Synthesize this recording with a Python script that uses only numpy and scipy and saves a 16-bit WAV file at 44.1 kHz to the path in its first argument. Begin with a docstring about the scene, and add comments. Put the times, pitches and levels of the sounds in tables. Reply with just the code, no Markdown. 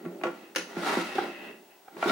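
"""A drawer in a small wooden jewellery chest, in a quiet room. A hand bumps it home, rattles a brass
knob, pulls a drawer out and starts to push it back. Knocks and knob clicks are fading tones plus short
bursts of noise. Sliding is noise made of tiny slips, and brief catches are buzzing tones mixed with noise.
The room answers with a short tail, over faint room noise and a thin electrical whine."""
import sys
import numpy as np
from scipy import signal
from scipy.fft import rfft, irfft, next_fast_len
from scipy.io import wavfile
from scipy.ndimage import map_coordinates

SR = 44100
rng = np.random.default_rng(int(sys.argv[2]) if len(sys.argv) > 2 else 0)


def wrap_up_sound(samples):
    """Save the sound to the file named by the first command line argument, as 16-bit audio."""
    columns = np.atleast_2d(samples).T
    # keep every value between -1 and 1, then stretch to whole-number steps
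    tamed = np.clip(columns, -1, 1)
    steps = np.round(tamed * 32767).astype(np.int16)
    wavfile.write(sys.argv[1], SR, steps)


N = 93227
T = np.arange(N) / SR  # time of every sample, in seconds

# All levels are relative: later gains and the sound's own colour also count.
# A t60 is the time a sound takes to fade by 60 dB.

# The drawer knocking in the case: (time [s], hollow thump level [dB], thump tilt [dB per octave],
# panel clack level [dB], contact brightness [Hz])
KNOCKS = [(.052, -31, -13, -32, 900), (0.06, -26.5, -11, -38, 890), (0.213, -33.5, -3, -31.5, 900),
          (0.2362, -24.5, 4, -20, 3960), (.246, -19.5, 10, -32, 2400), (.254, -18, 7, -31.5, 2000),
          (0.268, -23, -2, -27.5, 2400), (.767, -21, -8, -27.5, 1190), (.970, -9.5, 2, -23.5, 1200),
          (1.152, -26, 15, -56, 990), (1.259, -26.5, 4, -34.5, 900), (1.424, -33, 7, -52, 984),
          (1.968, -30, 2, -33, 900), (2.026, -24.5, -2, -16, 1550), (2.058, -15.5, -7, -20.5, 800),
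          (2.096, -32, 5, -18, 1760)]
# Hollow ringing tones of the case: (pitch [Hz], level [dB], t60 [s])
CASE_MODES = [(179.2, -12.5, 0.16), (218.5, -7, 0.04), (341.8, 4.5, 0.047), (520, -8, 0.05)]
# Ringing tones of the panels: (pitch [Hz], level [dB], t60 [s])
PANEL_MODES = [(639, -4.5, 0.094), (765, 2, 0.019), (877, 1, 0.028), (1126, -8, 0.083), (1375, -1, 0.071),
               (1459, 6.5, 0.009), (1800, -9.5, 0.019), (2310, -7, 0.045)]
# Colour of the crack as wood meets wood: (pitch [Hz], level [dB])
CRACK_COLOUR = [(100, -65), (500, 3.5), (2300, 9.5), (3100, 4.5), (3700, -5.5), (8000, -10.5), (16000, -22)]
CRACK_DB, CRACK_T60_S = -4, 0.044
THUMP_RISE_S = 0.0026  # the case takes a moment to swing
THUMP_PIVOT_HZ = 313  # the tilt turns about this pitch

# The knob rattling on the drawer front: (time [s], click level [dB], thump level [dB])
KNOB_CLICKS = [(.550, -37.5, -65), (.560, -19, -26), (.567, -25.5, -27), (.583, -27, -25)]
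# Ringing tones of the knob: (pitch [Hz], level [dB], t60 [s])
KNOB_MODES = [(1410, -4.5, 0.052), (1764, -4, 0.092)]
# Colour of the snap in each click: (pitch [Hz], level [dB])
SNAP_COLOUR = [(200, -10), (700, -1.5), (2900, 4), (3600, -8), (6300, -2.5), (7500, -21.5), (10000, -9),
               (16000, -40)]
SNAP_DB, SNAP_T60_S, KNOB_DB = 0.5, 0.033, -0.5
KNOB_TILT_DB = 7.5  # per octave: the knob's sharp clicks favour the upper case modes

# The drawer sliding: (time [s], hollow rumble level [dB], rasp level [dB], treble hiss level [dB])
SLIDE_LEVELS = [(0, -49, -55.5, -97), (.15, -46, -63.5, -74), (.39, -53.5, -57, -64.5),
                (.54, -55, -68, -78), (0.709, -49, -51, -60), (0.862, -35.5, -33, -41.5),
                (0.943, -35, -30, -41), (1.01, -43.5, -38, -46), (1.098, -48, -44.5, -50),
                (1.23, -37, -38.5, -54.5), (1.32, -52.5, -54, -63), (1.50, -47, -52.5, -71),
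                (1.64, -63, -81, -81), (1.88, -68, -67, -92), (1.98, -42, -53, -59.5),
                (2.02, -46, -42, -50), (2.068, -32.5, -37, -45), (2.084, -29.5, -32, -44)]
# Colour of the hollow rumble: (pitch [Hz], level [dB])
RUMBLE_COLOUR = [(135, -25.5), (170, -9.5), (225, -4.5), (268, -8), (320, -0.5), (375, -0.5), (470, -9),
                 (600, -7.5), (1500, -43)]
# Colour of the wooden rasp: (pitch [Hz], level [dB])
RASP_COLOUR = [(200, -68), (630, -3.5), (790, 2.5), (1100, -3.5), (1400, 3), (1620, -7), (2000, -1.5),
               (2350, -8.5), (3900, -15.5), (8000, -33.5)]
# Colour of the treble hiss: (pitch [Hz], level [dB])
HISS_COLOUR = [(1500, -12), (3700, 2), (5600, -3), (7200, -8), (11000, -11), (16000, -30)]
# Colour of the runner's thin rub: (pitch [Hz], level [dB])
RUNNER_COLOUR = [(1300, -11), (2000, 2), (2330, -12), (2600, 6), (2950, -6.5), (6000, -33)]
# Loudness of the runner's thin rub: (time [s], level [dB])
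RUNNER_LEVELS = [(.2, -72), (.45, -56.5), (.6, -79), (1.07, -42), (1.27, -48), (1.48, -46.5), (1.64, -79),
                 (1.72, -59.5), (1.82, -89)]
GRAINS_PER_S, GRAIN_SPREAD_DB = 1200, 1.45  # average number of slips, and how their sizes vary
GRAIN_SHARE = 0.45  # part of the rub's power that comes from slips
UNEVEN_DB = 1.6  # how much the grip wanders

# Dry spots on the runners: (time [s], half length [s], level [dB])
DRY_SPOTS = [(1.192, 0.059, -48.5), (2.095, 0.014, -35)]
# Colour of their sharp scrape: (pitch [Hz], level [dB])
DRY_COLOUR = [(2400, -35), (3000, -3), (4050, 2), (4500, -11), (5400, -4), (6500, -41)]

# The drawer catching and juddering: (time [s], length [s], level [dB], slip rate [Hz],
# roughness [noise amount against a tone of 1])
JUDDERS = [(1.181, 0.015, -19.5, 396, 0.36), (1.8784, 0.011, -42, 790, 0.77)]
# Colour of the judder's tone and noise: (pitch [Hz], level [dB])
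JUDDER_COLOUR = [(200, -12), (390, 2), (560, -14), (790, 2.5), (1150, -11.5), (1400, 0), (1600, -12.5),
                 (12000, -58)]

# How long the room rings: (pitch [Hz], t60 [s])
ROOM_T60 = [(150, 0.58), (1000, 0.38), (7000, 0.51), (14000, 0.25)]
# Colour of the room's answer: (pitch [Hz], level [dB])
ROOM_COLOUR = [(380, -2.5), (1000, 0.5)]
ROOM_DB, ROOM_RISE_S = -3, 0.0043
JUDDER_ROOM_DB = -6.5  # the catch gets less room
WALL_S, WALL_WIDTH_S, WALL_DB = 0.018, 0.05, -4  # early echoes from nearby walls

# Colour of the faint room noise: (pitch [Hz], level [dB])
AIR_COLOUR = [(25, -2), (344, -19), (790, 1.5), (1150, -10.5), (15000, -20)]
CHEST_DB, AIR_DB = -0.5, -59.5
WHINE_HZ, WHINE_DB = 15735, -69

# How alike left and right are: (pitch [Hz], likeness [0 unrelated to 1 identical])
ALIKE = [(300, .99), (1200, 0.47), (4000, 0.26)]
# Difference between the two microphones: (pitch [Hz], left minus right [dB])
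BALANCE = [(400, -2), (2000, 1.5), (12000, 0)]
TOP_HZ = 16200  # nothing is kept from here up


def amp(db):
    """Turn a level in dB into a gain."""
    return 10 ** (np.asarray(db) / 20)


def unit(x):
    """Scale a sound to an average (rms) strength of 1."""
    return x / np.sqrt(np.mean(x ** 2) + 1e-20)


def along(points, hz):
    """Read a (pitch, value) table between its points, on a log pitch axis."""
    f, v = np.transpose(points)
    return np.interp(np.log(hz + 1), np.log(f + 1), v)


def fade(t60, t=T):
    """A smooth die-away that falls 60 dB in t60 seconds."""
    return np.exp(-np.log(1000) * t / t60)


def filtered(x, response):
    """Change the strength of each pitch in x by a response to frequency."""
    m = next_fast_len(N + SR // 4)  # spare room at the end
    return irfft(rfft(x, m) * response(np.fft.rfftfreq(m, 1 / SR)), m)[..., :N]


def spread(pair, spectrum, alike):
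    """Mix two unrelated signals into a left and right of the given colour and likeness."""
    def response(hz):
        turn = np.arccos(np.clip(along(alike, hz), -1, 1)) / 2
        return amp(along(spectrum, hz)) * np.array([np.cos(turn), np.sin(turn)])
    mid, side = filtered(pair, response)
    return np.array([mid + side, mid - side])


def coloured(pair, spectrum):
    """Make a stereo signal of rms 1 with the given colour."""
    return unit(spread(pair, spectrum, ALIKE))


def noise():
    """Two unrelated channels of white noise."""
    return rng.standard_normal((2, N))


def shifted(x):
    """Start a noise at a random place, so that each burst differs."""
    return np.roll(x, rng.integers(N), axis=1)


def wobble(rate):
    """A smooth random curve with the given number of knots a second."""
    return map_coordinates(rng.standard_normal(N // 20), [T * rate], mode="wrap")


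def add(out, s, x):
    """Mix x in from time s."""
    i = max(0, round(s * SR))
    out[:, i:i + x.shape[-1]] += x[..., :N - i]


def ring(modes, scatter_db, soft_hz=np.inf):
    """Struck tones, a little different at each blow; a soft contact weakens the high ones."""
    t, out = T[:SR // 3], np.zeros(N)
    for k, (hz, db, t60) in enumerate(modes):
        gain = amp(db + scatter_db * rng.standard_normal()) / np.hypot(1, (hz / soft_hz) ** 2)
        sign = (-1) ** k  # every other tone starts downwards
        out[:len(t)] += sign * gain * np.sin(2 * np.pi * hz * t) * fade(t60, t)
    return out / 2


def knocks():
    """Each knock thumps the case, rings the panels and gives a short crack."""
    out, crack = np.zeros((2, N)), coloured(noise(), CRACK_COLOUR)
    for s, thump_db, tilt_db, clack_db, bright_hz in KNOCKS:
        soften = signal.butter(1, bright_hz, fs=SR)  # gentle treble cut
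        burst = signal.lfilter(*soften, shifted(crack)) * fade(CRACK_T60_S)
        panels = ring(PANEL_MODES, scatter_db=3.5, soft_hz=bright_hz)
        clack = panels + amp(CRACK_DB) * burst
        add(out, s, amp(thump_db) * thump(tilt_db) + amp(clack_db) * clack)
    return out


def thump(tilt_db):
    """The hollow ring of the case; a soft push favours its lowest modes, a hard stop the upper ones."""
    modes = [(hz, db + tilt_db * np.log2(hz / THUMP_PIVOT_HZ), t60) for hz, db, t60 in CASE_MODES]
    return ring(modes, scatter_db=4.0) * (1 - np.exp(-T / THUMP_RISE_S))


def knob():
    """A quick cluster of bright clicks rings the brass knob and thumps the case."""
    out, snap = np.zeros((2, N)), coloured(noise(), SNAP_COLOUR)
    for s, click_db, thump_db in KNOB_CLICKS:
        burst = shifted(snap) * fade(SNAP_T60_S)
        click = amp(KNOB_DB) * ring(KNOB_MODES, scatter_db=3.0) + amp(SNAP_DB) * burst
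        add(out, s, amp(click_db) * click + amp(thump_db) * thump(KNOB_TILT_DB))
    return out


def slide():
    """The drawer rumbles, rasps and hisses on its runners, with a thin rub and an uneven grip."""
    s, *levels = np.transpose(SLIDE_LEVELS)
    grip_db = UNEVEN_DB * wobble(70)
    out = np.zeros((2, N))
    for db, colour in zip(levels, (RUMBLE_COLOUR, RASP_COLOUR, HISS_COLOUR)):
        out += amp(np.interp(T, s, db) + grip_db) * friction(colour)
    runner_db = np.interp(T, *np.transpose(RUNNER_LEVELS))
    return out + amp(runner_db) * friction(RUNNER_COLOUR)


def friction(spectrum):
    """Tiny slips of uneven size over a smooth rub, sounding through the wood."""
    slips = rng.random(N) < GRAINS_PER_S / SR
    sizes = amp(GRAIN_SPREAD_DB * rng.standard_normal(N))
    grains = unit(slips * sizes * noise())
    mix = np.sqrt(GRAIN_SHARE) * grains + np.sqrt(1 - GRAIN_SHARE) * noise()
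    return coloured(mix, spectrum)


def dry_spots():
    """Bare wood bites with a sharp scrape where the drawer presses on its runners."""
    level = sum(amp(db) * np.exp(-((T - s) / width) ** 2) for s, width, db in DRY_SPOTS)
    return level * friction(DRY_COLOUR)


def judders():
    """A few fast, rough stick-slip cycles as the drawer catches: a low tone, eight overtones and noise."""
    out, scrape = np.zeros((2, N)), coloured(noise(), JUDDER_COLOUR)
    t = T[:SR // 20]
    for s, length, db, slip_hz, rough in JUDDERS:
        hz = slip_hz * np.arange(1, 10)[:, None]
        waves = np.sin(2 * np.pi * (hz * t + rng.random(hz.shape)))
        tone = unit(np.sum(amp(along(JUDDER_COLOUR, hz)) * waves, 0))
        burst = unit(tone + rough * shifted(scrape)[:, :len(t)])
        swell = np.sin(np.pi * np.minimum(t / length, 1))  # rises, then falls to nothing
        add(out, s, amp(db) * burst * swell)
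    return out


def room(x):
    """Early echoes and a diffuse tail, fading at its own speed at each pitch."""
    hz, t, z = signal.stft(noise(), SR, nperseg=256)
    decay = fade(along(ROOM_T60, hz)[:, None], t)
    tail = signal.istft(z * decay, SR)[1][:, :N]
    walls = amp(WALL_DB) * np.exp(-((T - WALL_S) / WALL_WIDTH_S) ** 2)
    build = 1 - np.exp(-T / ROOM_RISE_S) + walls
    tail = spread(unit(tail * build) / np.sqrt(N), ROOM_COLOUR, ALIKE)
    return signal.fftconvolve(x.mean(0)[None], tail[:, :SR // 2], axes=1)[:, :N]


def room_noise():
    """Steady coloured noise stands for the quiet air of the room."""
    return amp(AIR_DB) * coloured(noise(), AIR_COLOUR)


def whine():
    """A thin electrical whine: one steady, very high sine tone, stronger on the left."""
    tone = np.sqrt(2) * np.sin(2 * np.pi * WHINE_HZ * T)
    return amp(WHINE_DB) * tone * amp([[4], [-4]])  # left and right, in dB


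def scene():
    """The chest, each part with its own echoes, over faint room noise and the whine."""
    parts = [(knocks(), ROOM_DB), (knob(), ROOM_DB),
             (slide() + dry_spots(), ROOM_DB), (judders(), JUDDER_ROOM_DB)]
    chest = sum(part + amp(room_db) * room(part) for part, room_db in parts)
    return amp(CHEST_DB) * chest + room_noise() + whine()


def record(dry):
    """The two microphones differ slightly, lose the deep bass and keep nothing above the band limit."""
    bass_cut = signal.butter(3, 135, "highpass", fs=SR, output="sos")

    def response(hz):
        sides = np.array([[.5], [-.5]])  # half the difference to each side
        return amp(along(BALANCE, hz) * sides) * (hz < TOP_HZ)
    return filtered(signal.sosfilt(bass_cut, dry), response)


dry = scene()
out = record(dry)
wrap_up_sound(out)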